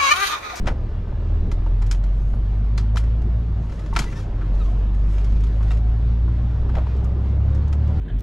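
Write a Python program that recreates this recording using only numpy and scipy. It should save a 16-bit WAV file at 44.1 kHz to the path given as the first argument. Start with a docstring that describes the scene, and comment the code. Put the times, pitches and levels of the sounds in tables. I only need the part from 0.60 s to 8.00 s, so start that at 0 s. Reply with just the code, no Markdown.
"""Inside the cab of a heavy truck: the diesel pulls up a slip road, drops for an upshift and pulls again.
The periodic firing of its six cylinders forces the cab to boom, over combustion clatter, tyre rumble,
a faint turbo whistle and a rush of air that grows as the truck gathers speed.
Impacts excite the modes of loose fittings and body panels, which click, thud and ping;
trim squeaks by stick-slip friction, and compressed air hisses as the gear changes."""
import sys
import numpy as np
from scipy import signal
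from scipy.fft import rfft, irfft, next_fast_len
from scipy.io import wavfile
from scipy.ndimage import uniform_filter1d, map_coordinates

SR = 44100
rng = np.random.default_rng(int(sys.argv[2]) if len(sys.argv) > 2 else 0)


def dump_mix(stems):
    """Bounce the given channels to the path in sys.argv[1] as a 16-bit WAV at rate SR."""
    frames = np.atleast_2d(stems).T  # one column per channel
    limited = np.clip(frames, -1, 1)  # hard clip at full scale
    pcm = np.round(limited * 32767).astype(np.int16)
    wavfile.write(sys.argv[1], SR, pcm)


N = 326340

# spectra of tyre rumble, air flow, hiss, contacts and combustion: frequency_hz, level_db
RUMBLE_SPECTRUM = [(8, 10), (16, 14.5), (25, 9), (38, 10), (60, 8.5), (78, 2.5), (108, 2.5), (140, 0.5),
                   (168, 1.5), (200, -1), (232, -3), (275, -13), (315, -12), (420, -14), (800, -58.5),
                   (3000, -120)]
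AIRFLOW_SPECTRUM = [(700, -10), (1200, -3), (1900, -9), (2600, -11), (3660, -14), (4600, -18),
                    (6000, -23.5), (7600, -29.5), (9000, -38), (11500, -38.5), (14000, -54.5)]
HISS_SPECTRUM = [(500, -2.5), (1200, 4.5), (1900, 3.5), (2600, 0.5), (4500, -4), (6500, -6), (8500, -15),
                 (12000, -21.5), (15000, -42)]
SNAP_SPECTRUM = [(120, -19.5), (280, 5.5), (600, -6.5), (1300, 5.5), (2200, -2), (3200, -4.5), (5500, -3.5),
                 (7500, -7), (10000, -12.5), (13000, -20), (15000, -36.5)]
CLATTER_SPECTRUM = [(180, -8.5), (300, 2), (400, 0), (470, 0), (600, 1), (800, -3.5), (1100, -7),
                    (1500, -15.5), (2200, -21.5), (4000, -39.5), (9000, -76.5)]
# rougher and smoother patches of road: middle_s, length_s, rumble_change_db
ROAD_PATCHES = [(0.06, 0.17, 12.5), (0.82, 0.31, 9), (2.4, 0.15, -4.5), (3.41, 0.089, 7), (6.2, 0.19, 8),
                (7.15, 0.48, 3.5)]
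# turbo whistles as boost builds: start_s, length_s, first_pitch_hz, last_pitch_hz, level_db
BOOSTS = [(1.65, .6, 9500, 10550, -86), (4.25, .35, 9600, 10400, -89), (6.1, 1.4, 10200, 12000, -88.5)]
# swells of hiss: middle_s, length_s, level_db, tilt_db_per_octave
HISS_SWELLS = [(1.657, 0.19, -69, 11), (3.183, 0.28, -57, 1.5), (3.428, 0.049, -44.5, -2.5),
               (3.485, 0.055, -50, 0.5), (3.575, 0.1, -47, 1.5), (4.042, 0.17, -55.5, 1.5),
               (4.54, 0.08, -62, 3), (4.7, 0.55, -56.5, -1), (5.102, 0.12, -55, 0)]
# trim and seat squeaks: start_s, length_s, first_pitch_hz, last_pitch_hz, level_db, overtone_step_db
SQUEAKS = [(3.457, 0.046, 1910, 2040, -44, -22), (3.55, 0.046, 1750, 1860, -46.5, -5),
           (3.993, 0.05, 1352, 1173, -44, -4), (4.045, 0.06, 1160, 1010, -47, -10),
           (5.148, 0.24, 715, 727, -48, -19), (7.218, 0.29, 746, 765, -45.5, -24)]
# modes of a small catch and a hollow plastic part: pitch_hz, level_db, t60_s
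CATCH_MODES = [(915, -1, 0.11), (1080, 0.5, 0.043), (2020, -14, 0.044)]
PLASTIC_MODES = [(725.5, 0, 0.21), (1254, -4, 0.13), (1880, -1, 0.1), (2710, 0.5, .1), (3710, -1, .07)]
# dull knocks of the body: start_s, level_db, pitch_hz, t60_s
KNOCKS = [(0.042, -26.5, 294, .08), (0.072, -25, 680, 0.14), (0.081, -25.5, 900, 0.054),
          (0.086, -26, 259, 0.093), (0.113, -26, 520, 0.054), (1.062, -35, 900, 0.079),
          (1.062, -34.5, 540, 0.095), (1.216, -36, 934.4, 0.088), (1.736, -35, 956, 0.057),
          (2.343, -32.5, 500, 0.071), (2.357, -34, 854, .06), (2.369, -30, 1310, 0.06),
          (3.363, -25, 880, 0.074), (3.39, -31, 850, .09), (3.392, -35, 264.8, 0.099),
          (3.812, -39.5, 1350, .09), (5.005, -36, 1000, .07), (5.68, -36, 1030, 0.067),
          (6.091, -34.5, 1080, .08), (6.138, -34, 586.6, 0.075), (6.153, -35.5, 520, 0.064),
          (6.166, -22.5, 560, 0.09), (6.182, -29, 740, 0.14), (6.264, -34, 950, 0.05),
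          (6.427, -36, 596, .05)]
# contacts of loose fittings: start_s, level_db, tilt_db_per_octave, clack_db, clack_hz
CLICKS = [(0.0565, -27, -2.5, 4, 1400), (0.0688, -14, -5, 3.5, 2100), (0.0725, -12, -3, 7, 2100),
          (0.0795, -18.5, -3.5, 6, 1920), (0.0855, -20.5, -8, 2, 2000), (0.111, -40, -11, 5, 2600),
          (0.915, -23, -2.5, -1.5, 2300), (1.2202, -29.5, 0.5, 3.5, 1500), (1.264, -36, 2.5, -4, 2100),
          (1.3115, -18.5, 2, 3.5, 6300), (1.325, -29, 3, 6.5, 2100), (1.346, -34, -3, 7, 3200),
          (1.4371, -34, 0, 5, 2100), (2.1765, -17.5, -1, 6, 4800), (2.357, -25, -3, 6, 6800),
          (2.369, -17.5, -0.5, 4.5, 2600), (2.375, -21, 3, 5, 1400), (2.436, -36, -2, 0.5, 2100),
          (2.6173, -38, -2, -5, 2100), (3.095, -35, -4.5, 1, 2100), (3.1204, -31.5, -3, 5, 2100),
          (3.1921, -34, 1.5, 4.5, 2100), (3.26, -32.5, -2.5, 0, 1300), (3.3345, -32.5, 1.5, -1, 2100),
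          (3.3507, -24, -2, 3.5, 2100), (3.3622, -8.5, -2, 3, 2300), (3.367, -14, -3, 1.5, 2300),
          (3.377, -25, -2, 5, 2800), (3.3885, -11, 1.5, -3.5, 1300), (3.3955, -20.5, -1.5, -6.5, 2100),
          (3.418, -23.5, -1.5, 2.5, 4000), (3.439, -24, -2.5, -5.5, 2100), (3.525, -26.5, -4, 12, 2100),
          (4.344, -37.5, -1.5, -1, 2100), (4.58, -31.5, -0.5, 11, 2400), (4.643, -34.5, 0.5, 2.5, 6000),
          (4.722, -39, 0, 2.5, 2100), (4.805, -39, 1, 1.5, 2100), (4.8362, -32, -1, -6, 2100),
          (4.867, -38.5, -1, -1, 2100), (5.027, -36.5, -0.5, 1, 2100), (5.104, -29.5, -1.5, 2.5, 2900),
          (5.114, -28, -1, 1.5, 3400), (5.171, -36, -0.5, 2.5, 2100), (6.092, -38.5, -1.5, 3.5, 1600),
          (6.1515, -23.5, -5.5, 5.5, 3200), (6.167, -32.5, -4.5, 9, 3000), (6.182, -29.5, -9.5, 13, 3200),
          (6.206, -37, -13, 4, 2800), (6.265, -38, -12, 10, 1700), (6.365, -43, -1.5, -9, 2100),
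          (6.442, -35, -0.5, -14, 2600), (6.947, -36, 0.5, -1, 2100), (7.078, -40, 0.5, 1, 2100),
          (7.126, -27.5, -1, 1, 4400), (7.275, -39.5, -1, 0, 2100)]
# reverberation time of the padded cab: frequency_hz, t60_s
CAB_DECAY = [(300, 0.17), (1500, 0.12), (5000, 0.13), (12000, 0.14)]
# resonances of the fittings, panels and floor: centre_hz, width_hz, gain_db
FITTING_MODES = [(925, 36, 11), (1310, 79, 2.5), (1480, 110, 2), (1740, 33, -1.5), (2040, 62, 8),
                 (2330, 38, 8), (2530, 52, 5.5), (3180, 350, 4.5), (3780, 14, 0.5), (4130, 26, 6.5),
                 (5040, 40, 3.5), (5310, 39, 7), (5930, 40, 4), (6670, 50, 6), (7120, 80, 6.5),
                 (8800, 200, -3.5)]
PANEL_MODES = [(225, 14, -2), (314.8, 10, 9.5), (398.4, 16, 7), (1540, 54, 1), (1694, 12, 8.5),
               (2810, 15, 13)]
FLOOR_MODES = [(69, 26, 1.5), (108.3, 22.3, 2.5), (166, 43.4, -6), (224.5, 31.5, -6)]
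# engine speed: time_s, firing_hz
FIRING_RATE = [(0.0, 36.36), (0.59, 39.94), (0.86, 39.96), (1.05, 42.24), (2.33, 53.91), (2.7, 56.77),
               (3.01, 55.8), (3.19, 50.78), (3.38, 48.6), (3.5, 44.4), (3.71, 44.67), (4.27, 48.72),
               (4.53, 49.5), (5.13, 53.96), (5.96, 59.76), (6.39, 64.3), (6.51, 65.1), (7.4, 75.84)]
# boom (easing with the load for the upshift) and combustion clatter: time_s, level_db
BOOM_LEVEL = [(0, -23.5), (.5, -29), (.75, -18.5), (.92, -23), (1.08, -16.5), (1.7, -19), (2.45, -17.5),
              (3.02, -22.5), (3.15, -30.5), (3.36, -22), (3.53, -29.5), (3.95, -17.5), (5.1, -17),
              (6.5, -21), (6.85, -18), (7.4, -18.5)]
CLATTER_LEVEL = [(0.15, -43), (1.82, -46), (2.75, -45), (3.08, -45.5), (3.6, -43), (4.01, -42), (4.25, -44),
                 (5.68, -45), (6.47, -42), (7.4, -42)]
# weaker harmonics of the two-turn engine cycle: order, level_db
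ORDERS = [(8, -42.5), (9, -36.5), (10, -39.5), (11, -48.5), (13, -49), (14, -40), (15, -44), (16, -46.5),
          (18, -40.5), (21, -44.5), (24, -46), (26, -47.5), (27, -47), (30, -49), (33, -49.5), (36, -54),
          (39, -54), (45, -45)]
# how the cab passes those orders and the octave of the boom: frequency_hz, gain_db
CAB_RESPONSE = [(50, -2), (82, -4), (104, 9), (122, -1), (145, -4.5), (170, -2.5), (195, -6.5), (225, -4),
                (270, -7.5), (315, -6.5), (355, -20), (400, -11.5), (460, -14.5), (600, -14)]
OCTAVE_RESPONSE = [(72, -8), (77, -2), (85, -10.5), (93, -19.5), (100, -13.5), (110, -10), (120, -10),
                   (132, -16.5), (148, -18)]
# likeness of left and right noise: frequency_hz, correlation
COHERENCE = [(150, .996), (350, .965), (700, .87), (1500, .87), (3000, .74), (6000, .87), (9000, .74),
             (12000, .5)]
# level of left over right: frequency_hz, excess_db
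LEFT_EXCESS = [(150, 0), (350, .4), (700, 1.7), (1400, 3.1), (2800, 3.3), (5500, 1.5), (12000, 3.4)]
# phase of left ahead of right: frequency_hz, lead_rad
LEFT_LEAD = [(150, 0), (700, -.3), (2000, -.7), (3500, -.3), (5500, 0)]


def amp(db):
    """Amplitude ratio of a level in decibels."""
    return 10 ** (np.asarray(db) / 20)


def unit(x):
    """Normalisation to rms 1."""
    return x / np.sqrt(np.mean(x ** 2) + 1e-20)


def along(points, hz):
    """Interpolation of (frequency_hz, value) points on a logarithmic axis."""
    frequencies, values = np.transpose(points)
    return np.interp(np.log(hz + 1), np.log(frequencies + 1), values)


def curve(points):
    """Linear interpolation of (time_s, value) points at every sample."""
    return np.interp(np.arange(N) / SR, *np.transpose(points))


def swells(rows):
    """Sum of Gaussian envelopes, one per (middle_s, length_s, height) row."""
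    t = np.arange(N) / SR
    return sum(height * np.exp(-2 * ((t - middle_s) / length_s) ** 2) for middle_s, length_s, height in rows)


def wobble(rate_hz, size=N):
    """Slow random modulation: a spline through rate_hz Gaussian values a second."""
    knots = rng.standard_normal(int(size * rate_hz / SR) + 4)
    return map_coordinates(knots, [np.arange(size) * rate_hz / SR])


def phase_of(hz):
    """Phase in radians, the time integral of frequency."""
    return 2 * np.pi * np.cumsum(hz) / SR


def add(track, start_s, sound):
    """Superposition of a short mono or stereo sound on a track."""
    sound = np.atleast_2d(sound)
    part = track[:, max(round(start_s * SR), 0):][:, :sound.shape[1]]
    part += sound[:, :part.shape[1]]


def filtered(x, response):
    """Linear filtering: the spectrum is multiplied by a frequency response."""
    size = x.shape[-1]
    padded = next_fast_len(size + 4096)
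    return irfft(rfft(x, padded) * response(np.fft.rfftfreq(padded, 1 / SR)), padded)[..., :size]


def resonance(hz, centre_hz, width_hz):
    """Magnitude response of a damped oscillator, 1 at its centre."""
    return hz * width_hz / np.hypot(centre_hz ** 2 - hz ** 2, hz * width_hz)


def modal_gain(hz, modes):
    """Incoherent summation: modes add in power to a flat response."""
    return np.sqrt(1 + sum((amp(db) * resonance(hz, centre, width)) ** 2 for centre, width, db in modes))


def noise(colour, size):
    """Partially coherent stereo noise of rms 1, more alike in the bass than in the treble."""
    def mid_and_side(hz):
        angle = np.arccos(np.clip(along(COHERENCE, hz), 0, 1)) / 2
        return colour(hz) * [np.cos(angle), np.sin(angle)]
    mid, side = filtered(rng.standard_normal((2, size)), mid_and_side)
    return unit(np.array([mid + side, mid - side]))


def patchy_noise(spectrum, depth_db=4.0, modes=()):
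    """Random modulation in time and frequency: patches of a coloured noise swell and fade."""
    steady = noise(lambda hz: amp(along(spectrum, hz)) * modal_gain(hz, modes), N)
    cells = signal.stft(steady, nperseg=1024)[2]
    patches = uniform_filter1d(rng.standard_normal(cells.shape[1:]), size=3, axis=0)
    patches = unit(uniform_filter1d(patches, size=5, axis=1))
    return unit(signal.istft(cells * amp(depth_db * patches), nperseg=1024)[1][:, :N])


def with_rebounds(blows, delay_s=0.027, scatter=0.25, loss_db=24.5):
    """Inelastic collision: whatever strikes falls back once, more weakly."""
    delays = delay_s * np.exp(scatter * rng.standard_normal(len(blows)))
    rebounds = [(start_s + delay, db - loss_db, *timbre)
                for (start_s, db, *timbre), delay in zip(blows, delays)]
    return list(blows) + rebounds


def road(rumble_db=-35.5, rumble_db_per_s=0.02, air_db=-55.5, air_db_per_s=0.3433, shudder_db=-36):
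    """Broadband excitation: tyres rumble, air rushes past and the cab resonates on its mounts."""
    t = np.arange(N) / SR
    patch_db = swells(ROAD_PATCHES)
    bumps_db = 2.4 * wobble(8)
    rumble = amp(rumble_db + rumble_db_per_s * t + patch_db + bumps_db) * patchy_noise(RUMBLE_SPECTRUM)
    air_gain = amp(air_db + air_db_per_s * t + 0.13 * patch_db + 1.1 * wobble(13))
    air = air_gain * patchy_noise(AIRFLOW_SPECTRUM, depth_db=1.8)
    shudder = noise(lambda hz: resonance(hz, centre_hz=27, width_hz=14) ** 2, N)
    return rumble + air + amp(shudder_db + bumps_db) * shudder


def turbo(drift=0.006, flutter_db=3):
    """Rotor tone: the turbocharger's faint whistle rises in pitch as it spools up."""
    track = np.zeros((2, N))
    for start_s, length_s, first_hz, last_hz, db in BOOSTS:
        size = round(length_s * SR)
        hz = np.linspace(first_hz, last_hz, size) * (1 + drift * wobble(200, size))
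        arch = np.sqrt(np.abs(np.sin(np.linspace(0, np.pi, size))))
        add(track, start_s, amp(db + flutter_db * wobble(25, size)) * arch * np.sin(phase_of(hz)))
    return track


def hiss(flutter_db=2.0, knee_hz=2000):
    """Modulated noise in short swells: soft swishes, and a louder burst of air at the gearshift."""
    source = amp(flutter_db * wobble(60)) * patchy_noise(HISS_SPECTRUM)
    track = np.zeros((2, N))
    for middle_s, length_s, db, tilt in HISS_SWELLS:
        tilted = filtered(source, lambda hz: amp(tilt * np.log2(np.maximum(hz, knee_hz) / knee_hz)))
        track += swells([(middle_s, length_s, amp(db))]) * unit(tilted)
    return track


def squeaks(jitter=0.013, flutter_db=1.5, even_loss_db=7):
    """Stick-slip friction: rubbing trim sounds short, unsteady glides of three harmonics."""
    track = np.zeros((2, N))
    for start_s, length_s, first_hz, last_hz, db, step_db in SQUEAKS:
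        size = round(length_s * SR)
        phase = phase_of(np.linspace(first_hz, last_hz, size) * (1 + jitter * wobble(300)[:size]))
        tone = sum(amp(step_db * k - even_loss_db * (k % 2)) * np.sin((k + 1) * phase) for k in range(3))
        arch = np.sin(np.linspace(0, np.pi, size))
        add(track, start_s, amp(db + flutter_db * wobble(120)[:size]) * arch * tone)
    return track


def ping(modes, start_s, level_db, attack_s=0.0012, waver=0.0044):
    """Free vibration: each mode of a small struck part decays exponentially at its own rate."""
    track, t = np.zeros((2, N)), np.arange(SR // 4) / SR
    onset = amp(level_db) * (1 - np.exp(-t / attack_s))
    for pitch_hz, db, t60_s in modes:
        phase = phase_of(pitch_hz * (1 + waver * wobble(200, len(t))))
        add(track, start_s, onset * amp(db - 60 * t / t60_s) * np.sin(phase))
    return track


def knocks(relative_width=0.67, attack_s=0.0016, ring_db=-7, waver=0.063, rattle_db=2.5):
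    """Heavily damped resonance: soft blows thud in the panels, a wavering ring in a puff of noise."""
    track, t = np.zeros((2, N)), np.arange(SR // 5) / SR
    for start_s, db, pitch_hz, t60_s in with_rebounds(KNOCKS):
        puff = noise(lambda hz: resonance(hz, pitch_hz, relative_width * pitch_hz) ** 2, len(t))
        ring = unit(np.sin(phase_of(pitch_hz * (1 + waver * wobble(360, len(t))))))
        panel = unit((puff + amp(ring_db) * ring) * amp(rattle_db * wobble(350, len(t))))
        add(track, start_s, amp(db - 60 * t / t60_s) * (1 - np.exp(-t / attack_s)) * panel)
    return track


def cab_tail(colour, size):
    """Reverberation: absorption in the padded cab makes each band of a noise die away quickly."""
    hz, frame_s, cells = signal.stft(noise(colour, size), SR, nperseg=128)
    decay = amp(-60 * frame_s / along(CAB_DECAY, hz)[:, None])
    return signal.istft(cells * decay, SR, nperseg=128)[1][:, :size]


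def clicks(gain_db=-5.5, attack_s=0.0019, t60_s=0.04, tail_db=-12, pivot_hz=4500, chatter_db=1.5):
    """Impact excitation: each contact snaps, chatters and rings the fittings' modes at new strengths."""
    track, t = np.zeros((2, N)), np.arange(SR // 5) / SR
    for start_s, db, tilt, clack_db, clack_hz in with_rebounds(CLICKS):
        modes = [(centre, width, mode_db + rng.normal(0, 1.1)) for centre, width, mode_db in FITTING_MODES]

        def colour(hz):
            """Contact spectrum: harder contacts are brighter, and hollow parts add a broad resonance."""
            bright_db = tilt * np.log2(np.clip(hz, 900, 9000) / pivot_hz)
            top_loss_db = along([(pivot_hz, 0), (9000, 3)], hz)
            hollow_db = clack_db * resonance(hz, clack_hz, 0.93 * clack_hz) ** 2
            shape_db = along(SNAP_SPECTRUM, hz) + bright_db - top_loss_db + hollow_db
            return amp(shape_db) * modal_gain(hz, modes)

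        chatter = unit(amp(chatter_db * wobble(700, len(t))))
        snap = noise(colour, len(t)) * chatter * amp(-60 * t / t60_s)
        tail = amp(tail_db) * cab_tail(colour, len(t))
        add(track, start_s, amp(db + gain_db) * (snap + tail) * (1 - np.exp(-t / attack_s)))
    return track


def clatter(firing_phase, gain_db=0.65, knock_depth=0.13, firing_depth=0.12):
    """Amplitude modulation: combustion noise, coloured by the panels, pulses in step with the shaft."""
    pulsing = np.exp(knock_depth * np.cos(1.5 * firing_phase) + firing_depth * np.cos(firing_phase))
    level_db = curve(CLATTER_LEVEL) + gain_db + 0.49 * wobble(9.1)
    return amp(level_db) * unit(pulsing * patchy_noise(CLATTER_SPECTRUM, depth_db=2.0, modes=PANEL_MODES))


def chug(firing_phase, revs_octaves, level_db=-37.0, settle_db_per_octave=5, cutoff_hz=550):
    """Impulse response: each firing's random excess or lack thumps the floor, less as the revs rise."""
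    def floor(hz):
        """Modal summation with alternating signs, under a low-pass roll-off."""
        modes = sum((-1) ** k * amp(db) * 1j * hz * width / (centre ** 2 - hz ** 2 + 1j * hz * width)
                    for k, (centre, width, db) in enumerate(FLOOR_MODES))
        return modes / (1 + 1j * hz / cutoff_hz) ** 2
    onsets = np.diff(np.floor(firing_phase / (2 * np.pi)), prepend=0)
    thumps = filtered(onsets * rng.uniform(-0.98, 1, N), floor)
    return amp(level_db - settle_db_per_octave * revs_octaves) * unit(thumps)


def engine(cylinders=6, throb_db=0.8, octave_throb_db=1.64, shake_db=3.0, revs_db_per_octave=4):
    """Forced vibration: periodic firing drives the boom, and unequal cylinders add weaker orders."""
    firing_hz, boom_db = curve(FIRING_RATE), curve(BOOM_LEVEL)
    firing_phase = phase_of(firing_hz)
    revs_octaves = np.log2(firing_hz / np.mean(firing_hz))
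    tone = amp(boom_db + throb_db * wobble(14)) * np.sin(firing_phase)
    octave_db = boom_db + along(OCTAVE_RESPONSE, 2 * firing_hz) + octave_throb_db * wobble(15)
    tone -= amp(octave_db) * np.cos(2 * firing_phase)
    # the faster the shaft turns and the harder it pulls, the more it shakes the cab
    effort_db = revs_db_per_octave * revs_octaves + 0.13 * (boom_db - np.mean(boom_db))
    for order, db in ORDERS:
        # each order swells as it sweeps through a resonance of the cab
        cab_db = along(CAB_RESPONSE, order * firing_hz / cylinders)
        level_db = db + effort_db + cab_db + shake_db * wobble(9)
        phase = order * firing_phase / cylinders + rng.uniform(0, 2 * np.pi) + 0.4 * wobble(8)
        tone += amp(level_db) * np.sin(phase)
    return np.sqrt(2) * tone + clatter(firing_phase) + chug(firing_phase, revs_octaves)


def scene():
    """Superposition of all sources at the driver's seat."""
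    return (engine() + turbo() + road() + clicks() + knocks()
            + ping(CATCH_MODES, start_s=3.3272, level_db=-26.5)
            + ping(PLASTIC_MODES, start_s=5.106, level_db=-40)
            + squeaks() + hiss())


def record(dry, top_hz=14100, fade_s=0.001):
    """Band-limited stereo: left and right differ a little in level and phase."""
    sides = np.array([[0.5], [-0.5]])
    stereo = filtered(dry, lambda hz: amp(sides * along(LEFT_EXCESS, hz))
                      * np.exp(1j * sides * along(LEFT_LEAD, hz)))
    edge_s = np.minimum(np.arange(N), np.arange(N)[::-1]) / SR
    return filtered(stereo * np.minimum(1, edge_s / fade_s), lambda hz: hz < top_hz)


dry = scene()
out = record(dry)
dump_mix(out)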